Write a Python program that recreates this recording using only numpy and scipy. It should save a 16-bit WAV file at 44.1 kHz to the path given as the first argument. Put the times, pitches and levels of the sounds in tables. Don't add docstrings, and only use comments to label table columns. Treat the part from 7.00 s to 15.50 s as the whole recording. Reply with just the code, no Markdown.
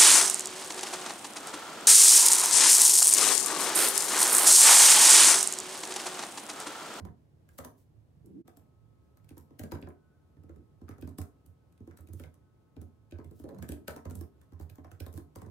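import sys
import numpy as np
from scipy import signal
from scipy.fft import rfft, irfft
from scipy.io import wavfile

SR = 44100
rng = np.random.default_rng(int(sys.argv[2]) if len(sys.argv) > 2 else 0)


def output_pcm(signal):
    pcm = np.clip(np.atleast_2d(signal).T, -1, 1) * 32767
    wavfile.write(sys.argv[1], SR, np.round(pcm).astype(np.int16))


N = 374850

# (Hz, dB, t60 s)
CASE = [(155.1, -3, 0.43), (232.5, 3, 0.32), (287.7, -4, 0.35), (345, 3, 0.071), (397.6, -5, 0.19), (425.4, -6, 0.31), (470, -2, 0.28), (510.7, 0, 0.12), (611, -6.5, 0.11), (702, -1.5, 0.15), (946, 0, 0.37), (1042, 14.5, 0.2), (1134, 11.5, 0.1), (1311, 7.5, 0.27), (1522, -6.5, 0.15), (1636, -10.5, 0.23), (2000, -31, 0.09), (2210, -30, 0.27)]
# (start s, end s, dB, lower edge Hz, upper edge Hz)
SHIFTS = [(0, 0.128, -51.5, 108, 235), (1.12, 1.42, -60.5, 60, 170), (1.224, 1.42, -56, 168, 386), (1.332, 1.41, -50, 245, 337),
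          (3.379, 3.676, -63.5, 122, 395), (4.897, 5.08, -63, 119, 388), (6.43, 6.56, -50, 134, 570), (6.51, 6.657, -49.5, 113, 202),
          (6.735, 6.84, -57.5, 151.9, 394), (7.059, 7.257, -55.5, 121, 247.9)]
# (start s, end s, dB)
BRUSHES = [(0.47, 0.618, -80.5), (0.743, 0.86, -80), (4.967, 5.053, -93), (5.121, 5.282, -75), (6.305, 6.475, -76.5), (6.467, 6.62, -88), (7.141, 7.23, -74), (7.587, 7.656, -72.5), (8.106, 8.23, -72)]
# (Hz, dB per Hz)
AIR = [(25, -40), (50, -11.5), (75, 0.5), (105, -1.5), (150, -2.5), (190, -10.5), (300, -12.5), (450, -17.5), (800, -26.5), (1300, -34.5), (2000, -39), (5000, -45.5), (13000, -48), (16000, -53.5)]
AIR_DB = -63
# (Hz, dB)
HUM = [(107.7, -72.5), (150.7, -77)]
WHINE = [(382, -94), (872, -89), (1077, -90.5), (1282, -85.5)]
# (low Hz, high Hz, dB against the direct sound, t60 s)
ROOM = [(125.6, 417, -5.5, 0.33), (399, 1124, -1, 0.31), (920, 2480, -2.5, 0.23), (2870, 8500, -5, 0.23), (8200, 15900, -5.5, 0.23)]
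TOP_HZ = 15900
TIME = np.arange(N) / SR
LEAD_S = .012
AGE = np.arange(-int(LEAD_S * SR), SR // 3) / SR
SNAP_S, KNOCK_S = .006, .017
HUM_WAVER_DB = 6.5
# (s, snap of the nail dB, clack of the cap dB, cap pitch Hz, blow on the case dB, weight on the desk dB)
PRESSES = [
    (0.001, -70.5, -59, 944, -53.5, -39.5), (0.051, -65.5, -52.5, 1000, -53.5, -45),

    (0.5869, -49.5, -44.5, 1234, -49, -48.5), (0.648, -50.5, -49.5, 990, -49.5, -58),

    (1.4789, -65, -58.5, 1236, -62.5, -59), (1.5709, -62.5, -66, 880, -60, -58),

    (2.306, -74, -70, 2320, -54.5, -49), (2.369, -74, -63, 920, -53, -52), (2.507, -86, -70.5, 1000, -56.5, -63), (2.594, -50, -51, 1900, -46.5, -40.5),
    (2.636, -56, -55.5, 1600, -43.5, -49), (2.7193, -52.5, -42.5, 994, -40.5, -36.5), (2.753, -72, -53.5, 1550, -46.5, -61),
    (2.826, -82, -56, 2530, -48, -43), (2.872, -84, -51.5, 1028, -47, -51),

    (3.369, -92, -76.5, 1800, -63, -50), (3.436, -79, -72.5, 1290, -59.5, -52), (3.4939, -80, -63.5, 1400, -53.5, -48.5), (3.561, -79, -71, 1300, -61, -50.5),

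    (3.816, -80, -65.5, 860, -52.5, -45), (3.8905, -63, -54, 1310, -51, -42.5), (3.983, -74, -66, 1300, -57, -48.5),
    (4.0237, -69, -57, 2540, -44, -38), (4.075, -63.5, -59, 1052, -47.5, -44), (4.1852, -48, -52, 1090, -44, -33.5),
    (4.4621, -66, -78, 930, -70, -50),

    (4.804, -86, -74.5, 1110, -53, -46), (4.8747, -75, -66.5, 1105, -51.5, -47.5), (4.988, -74, -64, 1290, -67, -46.5),
    (5.087, -71, -69, 1300, -55.5, -40), (5.1341, -56.5, -69.5, 1320, -54.5, -38), (5.1977, -58, -58.5, 1370, -50.5, -42),
    (5.2376, -67, -56, 2140, -62, -44.5),

    (5.7658, -78, -65, 2400, -49, -41.5), (5.8154, -64, -66.5, 1310, -51.5, -44),

    (6.122, -77, -57.5, 2500, -50.5, -38.5), (6.1866, -77, -54.5, 906, -45.5, -46), (6.2454, -69, -68.5, 2120, -57.5, -44),
    (6.3114, -70.5, -71, 1060, -51.5, -53), (6.398, -65, -67, 940, -52, -46.5), (6.440, -69, -60.5, 850, -47, -46),
    (6.5859, -67, -58, 920, -57, -40.5), (6.6251, -55, -50.5, 1640, -45.5, -47.5), (6.6898, -49, -52.5, 1690, -41, -37),
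    (6.7205, -50.5, -55, 2530, -44, -44),

    (6.8806, -45, -39.5, 1500, -49.5, -44.5), (6.9629, -59, -49, 915.3, -50, -54), (7.054, -64.5, -51, 960, -45, -35.5),
    (7.109, -58, -57, 1380, -48, -42.5), (7.1537, -51.5, -65, 990, -49, -36.5), (7.2107, -56, -59.5, 1080, -49, -45),

    (7.522, -80, -65.5, 1060, -56.5, -42), (7.598, -66, -61.5, 1050, -50.5, -38), (7.6984, -61, -63, 2500, -68.5, -47), (7.7828, -79, -62, 1070, -51, -48.5),
    (7.8459, -72.5, -56, 1055, -58.5, -50), (7.9157, -64.5, -58, 1472, -66, -45), (8.0028, -52.5, -52, 2480, -52, -35),
    (8.0643, -57.5, -54, 1062, -51.5, -41), (8.139, -62, -68, 1040, -50, -37.5), (8.1761, -56, -57, 1027, -46, -47),

    (8.3583, -57, -51.5, 960, -49, -43.5), (8.4181, -63.5, -56, 1090, -48, -46), (8.463, -73, -62, 990, -51, -42.5)]
# (s, snap dB, clack dB, cap pitch Hz)
TICKS = [(0.4896, -70, -64, 1630), (0.5832, -51.5, -72, 1240), (1.26, -67.5, -83, 1130), (2.1721, -72.5, -69.5, 1270), (2.2447, -76, -75.5, 2300),
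         (2.2913, -64.5, -65, 2600), (2.3796, -56.5, -63, 940), (2.816, -67.5, -75, 1500), (2.888, -68, -82, 1040), (3.883, -83, -54.5, 1240),
         (3.911, -74, -58, 1300), (4.0125, -62.5, -71, 2493), (4.0908, -68, -66, 1039), (4.216, -55, -56, 1406), (4.725, -78, -78.5, 2500),
         (4.778, -79.5, -76, 2500), (4.911, -79, -60, 1410), (4.973, -61.5, -63.5, 1420), (5.008, -65, -82, 1300), (5.073, -70, -70, 2500),
         (5.3418, -72, -72, 1080), (6.111, -70.5, -65, 2500), (6.49, -67.5, -56.5, 1000), (6.5465, -75, -60, 1010), (7.099, -63, -58, 948.6),
         (7.415, -70.5, -66.5, 1035), (7.5336, -77.5, -66, 1030), (7.6109, -70, -60, 860), (7.7563, -66.5, -67.5, 880), (8.1284, -63.5, -70, 850),
         (8.161, -66, -69, 1050)]
TICK_SHARE, TICK_DB = 0.56, -4.5
KNOCK_SHARE, KNOCK_DB = 0.14, 0
TRAVEL_S, DESK_LAG_S = 0.00248, 0.0033
DECK_LOW_HZ, DECK_LOW_SCATTER = 276.8, .19
DECK_HIGH_HZ, DECK_HIGH_SCATTER = 564, 0.19
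DESK_HZ, DESK_SCATTER = 87.7, 0.077
KEYS_PAN_DB, KEYS_PAN_SCATTER_DB = 0.3, 2
CLATTER_DB, CLATTER_S, CLATTER_DROP_DB = -6.5, .055, 8.5
CAP_HZ = None
CAP_SCATTER = None
SCUFF_OCTAVES = None
SCUFF_DB = None


def undb(db):
    return 10 ** (np.asarray(db) / 20)


def unit(x):
    return x / np.sqrt(np.mean(x ** 2))


def pan(db):
    gains = undb(np.array([[db], [-db]]) / 2)
    return unit(gains)


def band(x, lo_hz, hi_hz, order=3):
    return signal.sosfilt(signal.butter(order, [lo_hz, min(hi_hz, SR / 2 - 100)], "band", fs=SR, output="sos"), x)


def pair(size, apart):
    mid, side = rng.standard_normal((2, size))
    return unit(np.array([mid + apart * side, mid - apart * side]))


def walk(rate):
    knots = rng.standard_normal(int(rate * N / SR) + 2)
    return np.interp(TIME * rate, np.arange(len(knots)), knots)


def fade(t60):
    return (AGE >= 0) * np.exp(-np.log(1000) * np.abs(AGE) / t60) * np.cos(np.pi / 2 * (AGE / AGE[-1]) ** 2)


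def onset_level(x, span):
    return x / np.sqrt(np.mean(np.sum(x[:, AGE < span] ** 2, axis=1)) / (span * SR))


def add(out, s, x):
    start = int(round(s * SR))
    a, b = max(start, 0), min(start + x.shape[1], N)
    out[:, a:b] += x[:, a - start:b - start]


def case_ring(lo_hz, hi_hz, spread):
    out = 0
    for hz, db, t60 in CASE:
        if lo_hz <= hz < hi_hz:
            size, detune, skew, side = rng.standard_normal(4)
            phase = 2 * np.pi * hz * (1 + 0.0033 * detune) * AGE + spread * skew * np.array([[1], [-1]])
            out = out + np.sign(side) * undb(db + 1.45 * size) * fade(t60) * np.sin(phase)
    return out


def crack(lo_hz, hi_hz, t60, apart, graze_db):
    graze = undb(graze_db) * (AGE < 0) * np.exp(-np.abs(AGE) / 0.0027)
    return band(pair(len(AGE), apart) * (fade(t60) + graze + 1e-9), lo_hz, hi_hz)


def key_caps(landing_db=-11, rattle_db=-13):
    out = np.zeros((2, N))
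    for s, snap_db, clack_db, hz, *_ in PRESSES + TICKS:
        tick_db = TICK_DB + TICK_SHARE * snap_db + (1 - TICK_SHARE) * clack_db
        place = pan(KEYS_PAN_DB + KEYS_PAN_SCATTER_DB * rng.standard_normal())
        add(out, s - LEAD_S, key_click(snap_db, tick_db, clack_db, hz) * place)
        landing = onset_level(crack(910, 6900, t60=0.017, apart=1.0, graze_db=-18), SNAP_S)
        add(out, s - LEAD_S - .003 - 0.0037 * rng.random(), undb(tick_db + landing_db) * landing)
        for when, size in rng.random(size=(2, 2)):
            rattle = onset_level(crack(2000, 12000, t60=0.0089, apart=0.67, graze_db=-34), SNAP_S)
            add(out, s - LEAD_S + .003 + .028 * when ** 2, undb(tick_db + rattle_db + 2.8 * size) * rattle)
        for when in rng.random(size=2):
            clatter = onset_level(crack(620, 1790, t60=0.014, apart=0.97, graze_db=-13), SNAP_S)
            add(out, s - LEAD_S + CLATTER_S * when, undb(clack_db + CLATTER_DB - CLATTER_DROP_DB * when) * clatter)
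    return out


def key_strokes():
    out = np.zeros((2, N))
    for s, _, clack_db, _, body_db, _ in PRESSES:
        knock_db = KNOCK_DB + KNOCK_SHARE * body_db + (1 - KNOCK_SHARE) * clack_db
        body = undb(0.0) * onset_level(own_note(scattered(DECK_LOW_HZ, DECK_LOW_SCATTER), t60=0.057, spread=0.25), KNOCK_S)
        body += undb(-7.5) * onset_level(crack(135, 442, t60=0.07, apart=0.32, graze_db=-23), KNOCK_S)
        body += undb(-2) * onset_level(case_ring(100, 440, spread=0.63), KNOCK_S)
        knock = undb(-6) * onset_level(own_note(scattered(DECK_HIGH_HZ, DECK_HIGH_SCATTER), t60=0.034, spread=0.45), KNOCK_S)
        knock += undb(-4.5) * onset_level(crack(374, 725, t60=0.028, apart=0.9, graze_db=-15.5), KNOCK_S)
        knock += undb(-12.5) * onset_level(case_ring(440, 800, spread=0.45), KNOCK_S)
        add(out, s + TRAVEL_S - LEAD_S, undb(body_db) * body + undb(knock_db) * knock)
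    return out


def desk(swell_s=0.025, shape=2.47, overtone_hz=150, overtone_db=-14.5):
    out = np.zeros((2, N))
    for s, *_, db in PRESSES:
        hz = scattered(DESK_HZ, DESK_SCATTER)
        length, strength, skew = rng.standard_normal(3)
        age = np.maximum(AGE, 0) / (swell_s * np.exp(0.12 * length))
        swing = (age * np.exp(1 - age)) ** shape
        overtone = undb(overtone_db + 3.5 * strength) * np.sin(2 * np.pi * overtone_hz * AGE + 0.64 * skew * np.array([[1], [-1]]))
        add(out, s + DESK_LAG_S - LEAD_S, undb(db) * swing * (undb(1.5) * np.sin(2 * np.pi * hz * AGE) * pan(-8.0) + overtone * pan(-15.5)))
    return band(out, 40, 900, order=2)


def hands():
    out = np.zeros((2, N))
    for start, end, db, lo_hz, hi_hz in SHIFTS:
        size = max(int((end - start) * SR), 100)
        slips = (rng.random(size) < 1100 / SR) * pair(size, 0.5) * signal.windows.tukey(size, .4)
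        rub = band(np.pad(slips, ((0, 0), (0, len(AGE)))), lo_hz, hi_hz, order=4)
        add(out, start, undb(db) * rub / np.std(rub[:, :size]) * pan(-2.6))
    for start, end, db in BRUSHES:
        size = max(int((end - start) * SR), 100)
        grains = pair(size, 0.43) * undb(7.1 * rng.standard_normal(size))
        add(out, start, undb(db) * unit(band(grains * np.hanning(size), 4500, 21000, order=1)))
    return out


def room(x):
    age = np.arange(SR // 2) / SR
    tail = 0
    for lo_hz, hi_hz, db, t60 in ROOM:
        apart = np.interp(lo_hz, [130, 900, 2800, 8000], [0.17, 1, 1.0, 0.059])
        echoes = pair(len(age), apart) * np.exp(-np.log(1000) * age / t60) * (1 - np.exp(-age / 0.0014))
        tail = tail + undb(db) * band(unit(echoes), lo_hz, hi_hz) / np.sqrt(len(age))
    return signal.fftconvolve(x, tail, axes=1)[:, :N]


def background():
    hz, db = np.transpose(AIR)
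    bins = np.fft.rfftfreq(N, 1 / SR) + 1
    colour = undb(np.interp(np.log(bins), np.log(hz), db))
    apart = np.interp(np.log(bins), np.log([100, 1000, 5000, 11000]), [0.34, 1.0, 1.0, 0.23])
    mid, side = rfft(rng.standard_normal((2, N))) * colour
    air = undb(AIR_DB + 1.0 * walk(9.6)) * unit(irfft([mid + apart * side, mid - apart * side], N)) * pan(-0.87)
    hum = sum(undb(db + HUM_WAVER_DB * walk(7.1)) * np.sin(2 * np.pi * hz * TIME + walk(7.8)) for hz, db in HUM)
    whine = sum(undb(db + 2 * walk(14)) * np.sin(2 * np.pi * hz * TIME + 0.73 * walk(41)) for hz, db in WHINE)
    tone = np.interp(TIME, [2.75, 2.85, 3.15, 3.4], [0, 0.83, 0.64, 0.18]) * undb(-78.5 + 4.6 * walk(22)) * np.sin(2 * np.pi * 1495 * TIME + 2 * walk(55))
    return air + np.sqrt(2) * (hum * pan(-14.5) + whine * (TIME > 1.45) * pan(7.9)) + tone


def own_note(hz, t60, spread):
    skew = spread * rng.choice([-1, 1]) * np.array([[1], [-1]])
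    return fade(t60) * (1 - np.exp(-np.abs(AGE) * hz * 2)) * np.sin(2 * np.pi * hz * AGE + skew)


def key_click(snap_db, tick_db, clack_db, hz):
    tilt_db, lean_db = 1.0 * rng.standard_normal(2)
    snap = undb(tilt_db) * crack(7540, 12300, t60=0.012, apart=0.39, graze_db=-10.5)
    snap += undb(-tilt_db + 1.0) * crack(11400, 15350, t60=0.0087, apart=0.14, graze_db=-13)
    tick = undb(lean_db - 2.0) * crack(2670, 6100, t60=0.014, apart=1.0, graze_db=-6.0)
    tick += undb(-lean_db) * crack(5650, 7330, t60=0.015, apart=0.47, graze_db=-19)
    tick = onset_level(tick, SNAP_S) + undb(-4) * onset_level(own_note(rng.uniform(3016, 7576), t60=0.025, spread=0.98), SNAP_S)
    clack = undb(-4.5) * onset_level(crack(0.64 * hz, 1.79 * hz, t60=0.017, apart=1.07, graze_db=-11.5), SNAP_S)
    clack += undb(-4.0) * onset_level(own_note(hz, t60=35 / hz, spread=0.72), SNAP_S)
    lowest_hz = min(0.85 * hz, 1450)
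    clack += undb(-12) * onset_level(case_ring(lowest_hz, 3000, spread=0.89), SNAP_S) * pan(0.83)
    return undb(snap_db) * onset_level(snap, SNAP_S) + undb(tick_db) * onset_level(tick, SNAP_S) + undb(clack_db) * clack


def scattered(hz, octaves):
    return hz * 2 ** (octaves * np.clip(rng.standard_normal(), -2, 2))


def scene():
    typing = key_caps() + key_strokes() + desk() + hands()
    dip_db = np.interp(TIME, [1.415, 1.431, 1.441, 1.456], [0, -20, -20, 0])
    return (typing + room(typing) + background()) * undb(dip_db)


def record(dry):
    return signal.sosfilt(signal.ellip(8, .2, 70, TOP_HZ, fs=SR, output="sos"), dry)


dry = scene()
out = record(dry)
output_pcm(out)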